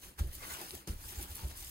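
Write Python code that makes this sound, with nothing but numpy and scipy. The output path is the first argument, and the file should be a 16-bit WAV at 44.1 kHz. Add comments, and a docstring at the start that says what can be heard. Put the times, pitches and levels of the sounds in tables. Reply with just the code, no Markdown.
"""Hands wrap and squeeze dough in cling film on a kitchen worktop, close to a stereo microphone.
Faint rustle; at 0.2 s a press thumps (swinging sines) and knocks (decaying modes), the film snapping (damped sines).
Crackle (dense grains over noise), palm rub (coarser grains) and hollow tones (resonant noise) follow to 0.75 s.
At 0.88 s a second press knocks and thumps; from 1.1 s come more crackle, snaps and lesser thumps to the end.
The worktop grumbles and creaks (coloured noise) throughout, swelling with the presses."""
import sys
import numpy as np
from scipy import signal
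from scipy.fft import rfft, irfft, next_fast_len
from scipy.io import wavfile
from scipy.ndimage import uniform_filter1d, map_coordinates

SR = 44100
rng = np.random.default_rng(int(sys.argv[2]) if len(sys.argv) > 2 else 0)


def output_pcm(signal):
    """Save a mono or channel-first signal as 16-bit PCM at the path in sys.argv[1].

    Samples are clipped to [-1, 1] before scaling.
    """
    pcm = np.clip(np.atleast_2d(signal).T, -1, 1) * 32767
    wavfile.write(sys.argv[1], SR, np.round(pcm).astype(np.int16))


N = 74970  # samples

# film crackle, before lift and flutter: (time [s], level [dB])
FILM_LEVEL = [(0.0, -62.5), (0.036, -50.5), (0.164, -69), (0.174, -66), (0.194, -42.5), (0.208, -51),
              (0.226, -57), (0.306, -59.5), (0.35, -48), (0.382, -54), (0.538, -44), (0.582, -51.5),
              (0.614, -46), (0.644, -49.5), (0.732, -53), (0.752, -48.5), (0.85, -66.5), (0.869, -66),
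              (0.875, -47.5), (0.888, -48), (0.936, -57.5), (0.966, -58.5), (1.102, -46), (1.14, -51.5),
              (1.226, -45.5), (1.272, -56), (1.316, -49.5), (1.34, -54), (1.354, -50), (1.396, -50.5),
              (1.472, -55), (1.496, -51.5), (1.538, -56.5), (1.586, -48), (1.7, -49.5)]
# film crackle spectrum: (frequency [Hz], relative level [dB])
FILM_SPECTRUM = [(1760, -19), (3000, -5), (4190, -8.5), (5810, -4.5), (6270, -4.5), (10900, -1.5),
                 (15000, -3.5), (15800, -5.5)]
# loud single film snaps: (time [s], initial amplitude [dB], pitch [Hz])
SNAPS = [(0.193, -39, 13000), (0.2725, -43, 12600), (0.3307, -41, 11400), (0.3513, -32, 13600),
         (0.4703, -43, 8870), (0.6154, -33, 12300), (0.7163, -42, 10200), (0.874, -40, 9000),
         (0.8753, -39, 6400), (1.1575, -40, 7050), (1.188, -42, 7670), (1.2274, -32, 9700),
         (1.3056, -36, 13200), (1.3514, -36, 10400), (1.3555, -29, 13000), (1.3671, -35, 11400),
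         (1.3745, -38, 11000), (1.476, -48, 10300), (1.5737, -36, 12000)]
# palms rubbing over film, before lift and flutter: (time [s], level [dB])
PALM_LEVEL = [(0.0, -68), (0.042, -58.5), (0.174, -71.5), (0.194, -46.5), (0.212, -57.5), (0.268, -65),
              (0.416, -60), (0.43, -50.5), (0.482, -55.5), (0.51, -47), (0.59, -53.5), (0.606, -49.5),
              (0.724, -59.5), (0.738, -55), (0.87, -67.5), (0.877, -51), (0.95, -63), (1.234, -55.5),
              (1.258, -60), (1.43, -55), (1.462, -57.5), (1.604, -59), (1.7, -63)]
# palm rub spectrum: (frequency [Hz], relative level [dB])
PALM_SPECTRUM = [(260, -15.5), (450, -8.5), (627, -6.5), (783, -2), (930, -0.5), (1140, -2), (2120, -8.5),
                 (5000, -11), (6500, -24.5), (11000, -120)]
# air pockets under cupped hands: (mid time [s], swell sigma [s], pitch [Hz], level [dB])
HOLLOWS = [(0.441, 0.028, 1130, -55.5), (0.446, 0.032, 2100, -56), (0.512, 0.013, 2083, -52),
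           (0.517, 0.034, 1485, -53), (.56, 0.021, 2850, -57), (0.632, 0.025, 773, -54.5),
           (0.741, 0.0034, 354, -45), (1.088, 0.04, 875, -63.5), (1.198, 0.038, 820, -56),
           (1.202, 0.013, 333, -53.5), (1.421, 0.023, 895, -54)]
# presses thumping the worktop: (time of deepest swing [s], peak [dB], pitch [Hz], rise sigma [s])
THUMPS = [(0.221, -23.5, 64, 0.0074), (0.264, -34, 72, 0.0055), (0.321, -47.5, 66, 0.0075),
          (0.376, -51.5, 66, 0.015), (0.534, -49, 74, 0.017), (0.756, -45.5, 76.5, 0.015),
          (.907, -29, 63, 0.0071), (0.963, -45, 62, 0.007), (1, -46.5, 62, 0.012), (1.06, -46, 66, 0.0073),
          (1.19, -33, 65.4, 0.0093), (1.315, -42.5, 74, 0.011), (1.432, -39.5, 95, 0.0043),
          (1.456, -29.5, 67.3, 0.012), (1.503, -41, 68, 0.027), (1.624, -44, 63.6, 0.0084)]
# knuckle and fingertip knocks: (time [s], level at 270 Hz [dB], tilt [dB/octave])
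KNOCKS = [(0.615, -42.5, 14.5), (.734, -49, 3.5), (.875, -33.5, 3), (.882, -37, -3.5), (0.891, -35.5, -1),
          (.919, -48.5, -14), (0.206, -43.5, -15.5)]
# worktop modes struck by knocks: (frequency [Hz], relative level [dB], t60 [s])
WORKTOP_MODES = [(186.3, -2.5, 0.075), (349, -5, 0.047), (435, -12, 0.016), (840, -28, 0.073)]
# low grumble under the kneading, before lift and flutter: (time [s], level [dB])
GRUMBLE_LEVEL = [(0.0, -75), (0.07, -59), (0.13, -77), (0.18, -68), (0.21, -37), (0.278, -51),
                 (0.382, -58.5), (0.506, -67.5), (0.65, -69), (0.75, -65), (0.86, -73), (0.9, -53),
                 (0.97, -48), (1.098, -60.5), (1.234, -56.5), (1.396, -59), (1.614, -58), (1.7, -65.5)]
# grumble spectrum: (frequency [Hz], relative level [dB])
GRUMBLE_SPECTRUM = [(12, -36), (20, -2.5), (41, -4.5), (62, 0.5), (126, -11), (150, -32.5), (200, -38),
                    (330, -120)]
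# upper worktop resonances under the kneading, before flutter: (time [s], level [dB])
CREAK_LEVEL = [(0.0, -68.5), (0.08, -59), (0.156, -73), (0.202, -53.5), (0.268, -53.5), (0.306, -64),
               (0.634, -57), (0.704, -66), (0.738, -55), (0.868, -67), (0.884, -48.5), (0.994, -66),
               (1.24, -54), (1.264, -61.5), (1.414, -60.5), (1.448, -51), (1.548, -66), (1.7, -67)]
# creak spectrum: (frequency [Hz], relative level [dB])
CREAK_SPECTRUM = [(82, -24.5), (140, -1), (151, -14), (189, -1.5), (231, -10.5), (269, -7.5), (355, -4.5),
                  (470, -13), (600, -13.5), (780, -24), (1320, -120)]
# power that arrives straight: (frequency [Hz], share [0-1])
DIRECT_SHARE = [(60, .98), (300, .93), (600, .75), (1000, .65), (2800, .45), (5600, .5), (9000, .35)]
# stereo side gain: (frequency [Hz], gain [dB])
SIDE_GAIN = [(300, -2), (850, -7), (1200, 0), (7000, 0), (9500, -2), (11000, -17), (12500, -32)]
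# channel balance: (frequency [Hz], left minus right [dB])
BALANCE = [(60, -1), (180, 3), (550, -1.5), (1650, -0.5), (4970, 3), (15000, -1)]

GRAINS_PER_S, GRAIN_SPREAD_LOG, GRAIN_DECAY_CYCLES = 5000, 0.47, 1.13
FILM_GRAIN_HZ, FILM_SIZE_DB, FILM_NOISE_SHARE = 8870, 2.5, 0.3
PALM_GRAIN_HZ, PALM_SIZE_DB, PALM_NOISE_SHARE = 2370, 2.42, 0.55
SNAP_DECAY_CYCLES, FIZZ_DB, FIZZ_T60_S = 2.14, -9.5, 0.023
PATCH_RMS_DB, HOLLOW_Q = 2.5, 9.7
THUMP_TAIL_STRETCH = 0.79  # fall sigma / rise sigma
KNOCK_RISE_S = 0.0015
LEFT_LAG_S, TOP_HZ = 20 / 44100, 15830


def amp(db):
    """Amplitude from dB."""
    return 10 ** (np.asarray(db) / 20)


def unit(x):
    """x at rms 1."""
    return x / np.sqrt(np.mean(x ** 2) + 1e-20)


def along(points, hz):
    """Interpolate (frequency, value) rows on a log axis."""
    f, v = np.transpose(points)
    return np.interp(np.log(hz + 1), np.log(f + 1), v)


def level(rows):
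    """Gain per sample from (time, dB) rows."""
    s, db = np.transpose(rows)
    return amp(np.interp(np.arange(N) / SR, s, db))


def wobble(knots_per_s):
    """Smooth random curve through Gaussian knots."""
    knots = rng.standard_normal(int(N * knots_per_s / SR) + 4)
    return map_coordinates(knots, [np.arange(N) * knots_per_s / SR])


def filtered(x, response):
    """x times a response of frequency."""
    m = next_fast_len(N + SR // 2)
    return irfft(rfft(x, m) * response(np.fft.rfftfreq(m, 1 / SR)), m)[..., :N]


def coloured(x, spectrum):
    """x shaped by a spectrum, at rms 1."""
    return unit(filtered(x, lambda hz: amp(along(spectrum, hz))))


def grains(s, size, hz, decay_cycles, length=64):
    """Sum of short damped sines, length in samples."""
    t = np.arange(length) / SR
    decay = np.exp(-t * hz[:, None] / decay_cycles)
    wave = size[:, None] * np.sin(2 * np.pi * hz[:, None] * t) * decay
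    at = (s * SR).astype(int)[:, None] + np.arange(length)
    return np.bincount(at.ravel(), wave.ravel(), N + SR)[:N]


def whitened(x):
    """x with its average spectrum flattened, at rms 1."""
    hz, power = signal.welch(x, SR, nperseg=128)
    floor = 0.00087 * power.max()
    return unit(filtered(x, lambda f: np.interp(f, hz, power + floor) ** -.5))


def placed(straight, scattered):
    """Straight sound reaches the right channel first; scattered sound differs between channels."""
    def share(hz):
        return np.clip(along(DIRECT_SHARE, hz), 0, 1)

    def lag(hz):
        return np.exp(-1j * np.pi * hz * LEFT_LAG_S * np.array([[1], [-1]]))

    direct = filtered(straight, lambda hz: np.sqrt(share(hz)) * lag(hz))
    return direct + filtered(scattered, lambda hz: np.sqrt(1 - share(hz)))


def patchy(x):
    """Random gain patches in time and frequency, alike in both channels."""
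    z = signal.stft(x, nperseg=512)[2]
    field = uniform_filter1d(rng.standard_normal(z.shape[1:]), size=4, axis=0)
    field = uniform_filter1d(field, size=6, axis=1)
    return signal.istft(z * amp(PATCH_RMS_DB * unit(field)), nperseg=512)[1][:, :N]


def crackle(per_s, hz, size_db, noise_share, spectrum):
    """Random grains of uneven size over noise, in three strands: straight, left, right."""
    count = int(per_s * N / SR)
    strands = []
    for _ in range(3):
        u, g = rng.random((count, 2)), rng.standard_normal(count)
        size = amp(-size_db * np.log(1 - u[:, 1])) * np.sign(g)  # exponential in dB, either sign
        pitch = np.clip(hz * np.exp(GRAIN_SPREAD_LOG * rng.permutation(g)), 300, SR / 2.5)
        snaps = whitened(grains(u[:, 0] * N / SR, size, pitch, GRAIN_DECAY_CYCLES))
        mix = np.sqrt(1 - noise_share) * snaps + np.sqrt(noise_share) * rng.standard_normal(N)
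        strands.append(coloured(mix, spectrum))
    return unit(patchy(placed(strands[0], np.array(strands[1:]))))


def film_crackle():
    """Dense tiny film snaps over a rustle, fluttering in level."""
    flutter_db = 2.5 + 0.42 * wobble(60.14) + 0.87 * wobble(150.5)
    bed = crackle(GRAINS_PER_S, FILM_GRAIN_HZ, FILM_SIZE_DB, FILM_NOISE_SHARE, FILM_SPECTRUM)
    return bed * level(FILM_LEVEL) * amp(flutter_db)


def film_snaps():
    """Loud single snaps as damped sines, each with a short decaying fizz."""
    s, db, hz = np.transpose(SNAPS)
    snaps = grains(s, amp(db), hz, SNAP_DECAY_CYCLES)
    fizz = rng.standard_normal((2, 400)) * amp(-60 * np.arange(400) / SR / FIZZ_T60_S)
    return snaps + amp(FIZZ_DB) * signal.fftconvolve(snaps[None], fizz, axes=1)[:, :N]


def palms():
    """Duller, coarser grains as skin drags over the film."""
    rub = crackle(GRAINS_PER_S / 2, PALM_GRAIN_HZ, PALM_SIZE_DB, PALM_NOISE_SHARE, PALM_SPECTRUM)
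    return rub * level(PALM_LEVEL) * amp(2.0 + 1.36 * wobble(70.0))


def hollows():
    """Air pockets as narrow resonances, each stirred by a short swell of noise."""
    t = np.arange(N) / SR
    out = np.zeros((3, N))
    for s, sigma_s, hz, db in HOLLOWS:
        def resonance(f):
            damping = (f * hz / HOLLOW_Q) ** 2
            return damping / ((hz * hz - f * f) ** 2 + damping)

        ring = filtered(rng.standard_normal((3, N)), resonance)
        swell = np.exp(-((t - s) / sigma_s) ** 2 / 2)
        rms = np.sqrt(np.sum(swell * ring ** 2, axis=1, keepdims=True) / swell.sum())
        out += amp(db) * swell * ring / rms
    return placed(out[0], out[1:])


def thumps():
    """Presses swing the worktop: cosines under lopsided Gaussian envelopes, downward at the peak."""
    t = np.arange(N) / SR
    out = np.zeros(N)
    for s, db, hz, rise_s in THUMPS:
        u = (t - s) / np.where(t < s, rise_s, rise_s * THUMP_TAIL_STRETCH)
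        out -= amp(db) * np.exp(-u ** 2 / 2) * np.cos(2 * np.pi * hz * (t - s))
    return out


def knocks():
    """Each knock excites the worktop's modes, tilted by its brightness."""
    t = np.arange(N) / SR
    out = np.zeros(N)
    for s, db, tilt_db in KNOCKS:
        age = np.clip(t - s, 0, None)
        rise = 1 - np.exp(-age / KNOCK_RISE_S)
        for hz, mode_db, t60_s in WORKTOP_MODES:
            decay_db = db + mode_db + tilt_db * np.log2(hz / 270) - 60 * age / t60_s
            out += amp(decay_db) * np.sin(2 * np.pi * hz * age) * rise
    return out


def worktop_grumble():
    """Low grumble and upper creak of the pressed slab, as coloured noise."""
    noise = rng.standard_normal((2, 3, N))
    grumble = coloured(noise[0], GRUMBLE_SPECTRUM) * level(GRUMBLE_LEVEL) * amp(4 + 2.5 * wobble(25))
    creak = coloured(noise[1], CREAK_SPECTRUM) * level(CREAK_LEVEL) * amp(1.24 * wobble(40.03))
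    both = grumble + creak
    return placed(both[0], both[1:])


def scene():
    """Sum of all sources, in stereo."""
    hands = film_crackle() + film_snaps() + palms() + hollows()
    return hands + thumps() + knocks() + worktop_grumble()


def record(dry):
    """Channel balance, a stereo width that closes in the top treble, and the band limit."""
    x = filtered(dry, lambda hz: amp(along(BALANCE, hz) / 2 * np.array([[1], [-1]])))
    mid = (x[0] + x[1]) / 2
    side = filtered((x[0] - x[1]) / 2, lambda hz: amp(along(SIDE_GAIN, hz)))
    return filtered(np.array([mid + side, mid - side]), lambda hz: hz < TOP_HZ)


dry = scene()
out = record(dry)
output_pcm(out)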